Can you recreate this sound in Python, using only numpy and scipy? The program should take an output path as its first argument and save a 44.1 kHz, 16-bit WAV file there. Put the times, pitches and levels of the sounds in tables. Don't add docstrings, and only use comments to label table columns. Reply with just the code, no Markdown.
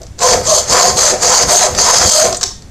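import sys
import numpy as np
from scipy import signal
from scipy.fft import rfft, irfft
from scipy.io import wavfile

SR = 44100
rng = np.random.default_rng(int(sys.argv[2]) if len(sys.argv) > 2 else 0)


def pcm_store(signal):
    levels = np.round(np.clip(np.atleast_2d(signal), -1, 1) * 32767)
    wavfile.write(sys.argv[1], SR, levels.astype(np.int16).T)


N = 119070
T = np.arange(N) / SR

# (frequency [Hz], level [dB])
BACKGROUND_COLOUR = [(20, -5.5), (55, 0), (100, -3.5), (200, -13), (400, -20.5), (1000, -30), (3000, -36.5),
                     (7000, -35.5), (14000, -53.5)]
# (time [s], level [dB], decay time [s])
KNOCKS = [(0.017, -30, 0.0041), (0.0324, -30, 0.0038), (0.067, -33.5, 0.0038), (0.1904, -18, 0.0032),
          (1.749, -11, 0.0036), (2.326, -12, 0.0061), (2.3454, -16, 0.0087), (2.411, -16.5, 0.014),
          (2.4302, -6.5, .005), (2.4368, -1.5, 0.0034), (2.622, -31.5, 0.0032), (2.6914, -51, 0.0017)]
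# (frequency [Hz], level [dB])
KNOCK_COLOUR = [(100, -10.5), (600, -19), (1300, 1.5), (2600, -7.5), (4400, 5), (6000, 7.5), (7700, 4.5),
                (9200, -15.5), (14000, -22)]
# (frequency [Hz], level [dB], T60 [s])
FRAME = [(1270, -44, .25), (1852, -49, 1.2), (3284, -46, .6), (3564, -32, .5), (3700, -38, .45),
         (4005, -42, .75), (4490, -43, .65), (7327, -33, .18), (7779, -34, .16)]
# (time [s], rumble level [dB], Gaussian width [s], piece level [dB])
JOLTS = [(0.024, -40, 0.019, -38.5), (0.356, -23.5, 0.046, -23), (0.49, -29, 0.043, -40),
         (0.727, -24, 0.027, -21), (0.938, -23, 0.072, -28.5), (1.127, -38, 0.022, -19.5),
         (1.253, -29, 0.059, -29), (1.47, -24.5, 0.043, -30.5), (1.704, -27, .02, -31),
         (1.79, -23, 0.041, -25.5), (1.993, -19, 0.019, -43), (2.059, -16, 0.017, -15.5),
         (2.274, -28, 0.051, -20.5)]
# (frequency [Hz], level [dB])
JOLT_COLOUR = [(25, -29.5), (50, -2.5), (95, -5.5), (200, -10), (300, -17.5), (900, -39.5)]
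# (start [s], end [s], rise [s], fall [s], top tooth rate [Hz],
# blade level [dB], piece level [dB], rasp level [dB], smoothness at top speed [0-1],
# blade level change over the stroke [dB], piece and rasp level change over the stroke [dB])
STROKES = [ (0.172, 0.407, 0.065, 0.07, 514.8, -7, -13, -17.5, 0.47, 1.5, 1.5),
           (0.410, 0.644, 0.084, 0.054, 572.4, -8, -16, -25.5, 0.4, -4.5, -13),
           (0.656, 0.954, 0.081, 0.072, 588.4, -6, -13.5, -16, 0.19, -2.5, -10.5),
           (0.935, 1.179, 0.05, 0.095, 629.2, -5, -15.5, -18.5, 0.18, -1.5, 9.5),
           (1.185, 1.486, 0.054, 0.094, 500.3, -5.5, -17, -16.5, 0.08, -2, 2.5),
           (1.451, 1.721, 0.045, 0.098, 721.7, -4.5, -10, -14.5, 0.82, 1.5, 7),
           (1.741, 2.085, 0.062, 0.04, 542, -4.5, -18.5, -16.5, .1, -2, 0.5),
           (2.019, 2.344, 0.06, 0.11, 641.8, -4, -16, -16, 0.68, -9.5, 7.5)]
# (time [s], blade level change [dB], Gaussian width [s])
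CATCHES = [(0.344, -0.5, 0.0073), (0.57, 4, 0.018), (0.678, 7.5, 0.04), (0.974, 0, 0.0063),
           (1.098, 3.5, 0.0096), (1.24, 0.5, 0.013), (1.366, 4.5, 0.015), (1.429, 7, .008),
           (1.566, 2, 0.0069), (1.66, 1, 0.0091), (1.797, 0.5, 0.021), (1.982, 5, 0.013),
           (2.089, -2, 0.0052)]
# (frequency [Hz], width [Hz], pull level [dB], push level [dB])
BLADE = [(3210, 126, -10.5, -9.5), (4052, 72, -9.5, -4), (4648, 283, -2.5, -3), (5233, 137, -1, -8),
         (5666, 180, -6, -34), (6050, 170, -1.5, -2), (6480, 210, 3, 3), (7300, 600, -6, -1.5),
         (7840, 1200, -21, -8.5), (9010, 300, -17.5, -15.5), (11030, 150, -24, -22)]
# (frequency [Hz], width [Hz], pull level [dB], push level [dB])
PIECE = [(203, 35, -10.5, -11), (386.3, 19, -2, 3), (434, 30, -6.5, -16), (492.6, 29, 4.5, 2.5),
         (601.7, 24.5, -2, 2.5), (665.6, 23.2, 2.5, 2.5), (718, 22, 5.5, -5), (760, 20, -1.5, 1.5),
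         (930.5, 83, -9.5, -6.5), (1058, 66, 1, -3.5), (1266, 47, -13, -7)]
# (frequency [Hz], level [dB])
HISS = [(1500, -30.5), (3000, -8.5), (4500, 0.5), (6800, 1), (8200, -2), (9400, -14), (11500, -16),
        (14000, -34.5)]
# (frequency [Hz], level [dB])
RASP = [(60, -24), (200, -10), (280, -9.5), (450, -2), (700, 0.5), (1100, -2), (1700, -2.5), (2600, -7.5),
        (4000, -18), (9000, -36.5)]
# (time [s], level [dB], Gaussian width [s], frequency [Hz], width [Hz])
GRINDS = [(.76, -16, 0.024, 1150, 500), (1.343, -11.5, 0.031, 983, 110), (1.889, -13, 0.024, 1034, 130),
          (2.208, -15.5, 0.02, 1280, 300)]
# (frequency [Hz], level [dB], T60 [s])
PING = [(6083, -25, .11), (6826, -17, .06), (7547, -22, .06), (8166, -17, .055)]
# (frequency [Hz], level [dB])
SIDE_COLOUR = [(4000, -50), (5000, -9), (6600, 0), (7500, -3), (9000, -12), (11000, -18), (14000, -24)]

BACKGROUND_DB, HISS_DB = -34.5, -5.5
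SIDE_DB = -12
KNOCK_PIECE_DB = -19.5
ROOM_T60_S, ROOM_DB, ROOM_BUILD_S = 0.35, -8, 0.0021
SPEED_ARC, FORCE_LAW = 0.42, 1.96
UNEVEN, SMOOTH_LAW = 0.2, 5.0
TOOTH_SPREAD_DB, CHATTER_DB, CHATTER_HZ = 1.5, 1, 47
CHIP_DECAY_CYCLES, CHIP_SPREAD_DB = 1, 3.5
BLADE_CLICK, PIECE_CHIPS = 0.81, 1
SNAGS_PER_S, SNAG_DECAY_S, SNAG_DB = 39, 0.0017, 4
DRAG_DB = -26.5
WANDER_DB, WANDER_HZ = 2.5, 11.8
PING_S = 2.369
DRIVE_DB, LIMIT_DB, RELEASE_DB_PER_S, LIMIT_ATTACK_S = 0.5, 1, 383, 0.00092
CLIP_TOP, CLIP_HARDNESS = 1.0, 3.6
STOPBAND_HZ = 15800


def from_db(db):
    return 10 ** (np.asarray(db) / 20)


def rms_one(x):
    return x / np.sqrt(np.mean(x ** 2) + 1e-20)


def drift(corner_hz):
    r = np.exp(-2 * np.pi * corner_hz / SR)
    slow = signal.lfilter([1], [1, -2 * r, r * r], rng.standard_normal(N + SR))
    return rms_one(slow[SR:])


def colour(x, points):
    size = 2 ** 18
    hz, db = np.transpose(points)
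    bin_hz = np.arange(size // 2 + 1) * SR / size
    gain = from_db(np.interp(np.log(bin_hz + 1), np.log(hz), db))
    cepstrum = irfft(np.log(rms_one(gain)))
    cepstrum[1:size // 2] *= 2
    response = np.exp(rfft(cepstrum[:size // 2], size))
    return irfft(rfft(x, size) * response)[:N]


def swell(centre_s, width_s):
    return np.exp(-0.5 * ((T - centre_s) / width_s) ** 2)


def impulse(time_s):
    return 1.0 * (np.arange(N) == int(time_s * SR))


def resonate(drive, modes, wander_db):
    out, power = 0, 0
    for k, (hz, width_hz, pull_db, push_db) in enumerate(modes):
        r = np.exp(-np.pi * width_hz / SR)
        top = (-1) ** k * (1 - r * r) / 2
        x = from_db(pull_db) * drive[0] + from_db(push_db) * drive[1]
        x = x * from_db(wander_db * drift(WANDER_HZ))
        poles = [1, -2 * r * np.cos(2 * np.pi * hz / SR), r * r]
        out = out + signal.lfilter([top, 0, -top], poles, x + 1e-18)
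        power += from_db(pull_db + push_db) * (1 - r)
    return out / np.sqrt(power)


def ring(strikes, modes):
    out = 0
    for hz, db, t60_s in modes:
        r = np.exp(-np.log(1000) / (t60_s * SR))
        w = 2 * np.pi * hz / SR
        poles = [1, -2 * r * np.cos(w), r * r]
        out = out + signal.lfilter([0, from_db(db) * np.sin(w)], poles, strikes + 1e-18)
    return out


def background():
    return from_db(BACKGROUND_DB) * colour(rng.standard_normal(N), BACKGROUND_COLOUR)


def knocks():
    envelope = sum(from_db(db) * (T >= s) * np.exp(-np.abs(T - s) / decay_s) for s, db, decay_s in KNOCKS)
    force = envelope * rng.standard_normal(N)
    taps = sum(from_db(db) * impulse(s) for s, db, _ in KNOCKS)
    piece = from_db(KNOCK_PIECE_DB) * resonate([force, force], PIECE, wander_db=3)
    return colour(force, KNOCK_COLOUR) + ring(taps, FRAME) + piece


def garage(x):
    t = T[:SR]
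    decay = np.exp(-np.log(1000) * t / ROOM_T60_S)
    build = 1 - np.exp(-t / ROOM_BUILD_S)
    tail = rng.standard_normal(SR) * decay * build
    return signal.fftconvolve(x, tail / np.sqrt(np.sum(tail ** 2)))[:N]


def bench():
    rumble = sum(from_db(db) * swell(s, width_s) for s, db, width_s, _ in JOLTS)
    shudder = sum(from_db(db) * swell(s, width_s) for s, _, width_s, db in JOLTS)
    rumble = rumble * rng.standard_normal(N)
    shudder = shudder * rng.standard_normal(N)
    piece = resonate([shudder, shudder], PIECE[:8], wander_db=0)
    return colour(rumble, JOLT_COLOUR) + from_db(-1.5) * piece


def teeth(rate_hz, uneven):
    phase = np.cumsum(rate_hz * np.exp(uneven * drift(160))) / SR
    tooth = phase.astype(int)
    size = from_db(TOOTH_SPREAD_DB * rng.standard_normal(N))[tooth]
    clicks = np.diff(tooth, prepend=0) * size
    grain = rng.standard_normal(N) * from_db(CHIP_SPREAD_DB * rng.standard_normal(N))
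    chips = size * np.exp(-(phase % 1) / CHIP_DECAY_CYCLES) * grain
    moving = rate_hz > 0
    return clicks / clicks[moving].std(), chips / chips[moving].std()


def snags():
    hits = 1.0 * (rng.random(N) < SNAGS_PER_S / SR)
    envelope = signal.lfilter([1], [1, -np.exp(-1 / (SNAG_DECAY_S * SR))], hits + 1e-18)
    return from_db(SNAG_DB) * envelope * rng.standard_normal(N)


def sawing():
    blade, piece, rasp = np.zeros((2, N)), np.zeros((2, N)), 0
    chatter, snag = from_db(CHATTER_DB * drift(CHATTER_HZ)), snags()
    for k, stroke in enumerate(STROKES):
        start_s, end_s, rise_s, fall_s, top_hz, blade_db, piece_db, rasp_db = stroke[:8]
        smooth, blade_lean_db, piece_lean_db = stroke[8:]
        along = np.clip((T - start_s) / (end_s - start_s), 0, 1)
        speed = (4 * along * (1 - along)) ** SPEED_ARC
        rough = 1 - np.clip(smooth, 0, 1) * speed ** SMOOTH_LAW
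        rise = np.clip((T - start_s) / rise_s, 0, 1)
        fall = np.clip((end_s - T) / fall_s, 0, 1)
        grip = chatter * (rise * fall) ** FORCE_LAW
        clicks, chips = teeth(top_hz * speed, UNEVEN * rough)

        blade_gain = from_db(blade_db + blade_lean_db * (along - 0.5)) * grip * 0.45
        blade[k % 2] += blade_gain * (chips + BLADE_CLICK * clicks + snag)
        press = grip * from_db(piece_lean_db * (along - 0.5))
        piece[k % 2] += from_db(piece_db) * press * (clicks + PIECE_CHIPS * rough * chips) * 0.73
        scrape = 0.32 * rough * clicks + chips + 2.1 * snag
        rasp = rasp + from_db(rasp_db) * press * np.sqrt(rough) * scrape
    blade *= from_db(sum(db * swell(s, width_s) for s, db, width_s in CATCHES))

    first, last = STROKES[0], STROKES[-1]
    in_cut = (T > first[0] + first[2]) & (T < last[1] - last[3])
    drag = from_db(DRAG_DB) * in_cut * chatter * rng.standard_normal(N)
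    blade[0] += 0.5 * drag
    rasp = rasp + from_db(-6.5) * drag

    hiss = from_db(HISS_DB) * colour(blade.sum(0) * rng.choice([-1, 1], N), HISS)
    highpass = signal.butter(2, 40, "high", fs=SR, output="sos")
    rasp = signal.sosfilt(highpass, colour(rasp, RASP))
    return resonate(blade, BLADE, WANDER_DB) + hiss + resonate(piece, PIECE, wander_db=4.0) + rasp


def grinds():
    out = 0
    for s, db, width_s, hz, bandwidth_hz in GRINDS:
        drive = from_db(db) * swell(s, width_s) * rng.standard_normal(N)
        out = out + resonate([drive, 0 * drive], [(hz, bandwidth_hz, 0, 0)], wander_db=3)
    return out


def ping():
    return ring(impulse(PING_S), PING)


def treble_side(mid):
    treble = signal.sosfilt(signal.butter(2, 3500, "high", fs=SR, output="sos"), mid)
    return from_db(SIDE_DB) * colour(treble * rng.choice([-1, 1], N), SIDE_COLOUR)


def scene():
    near = knocks() + sawing() + grinds() + ping()
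    mid = background() + near + from_db(ROOM_DB) * garage(near) + bench()
    side = treble_side(mid)
    return np.array([mid + side, mid - side])


def record(dry):
    x = dry * from_db(DRIVE_DB)
    over_db = np.maximum(20 * np.log10(np.abs(x).max(0) + 1e-9) - LIMIT_DB, 0)
    release_db = RELEASE_DB_PER_S * T
    held_db = np.maximum.accumulate(over_db + release_db) - release_db
    r = np.exp(-1 / (LIMIT_ATTACK_S * SR))
    x = x * from_db(-signal.lfilter([1 - r], [1, -r], held_db))
    x = x / (1 + np.abs(x.mean(0) / CLIP_TOP) ** CLIP_HARDNESS) ** (1 / CLIP_HARDNESS)
    return signal.sosfilt(signal.cheby2(12, 70, STOPBAND_HZ, fs=SR, output="sos"), x)


dry = scene()
out = record(dry)
pcm_store(out)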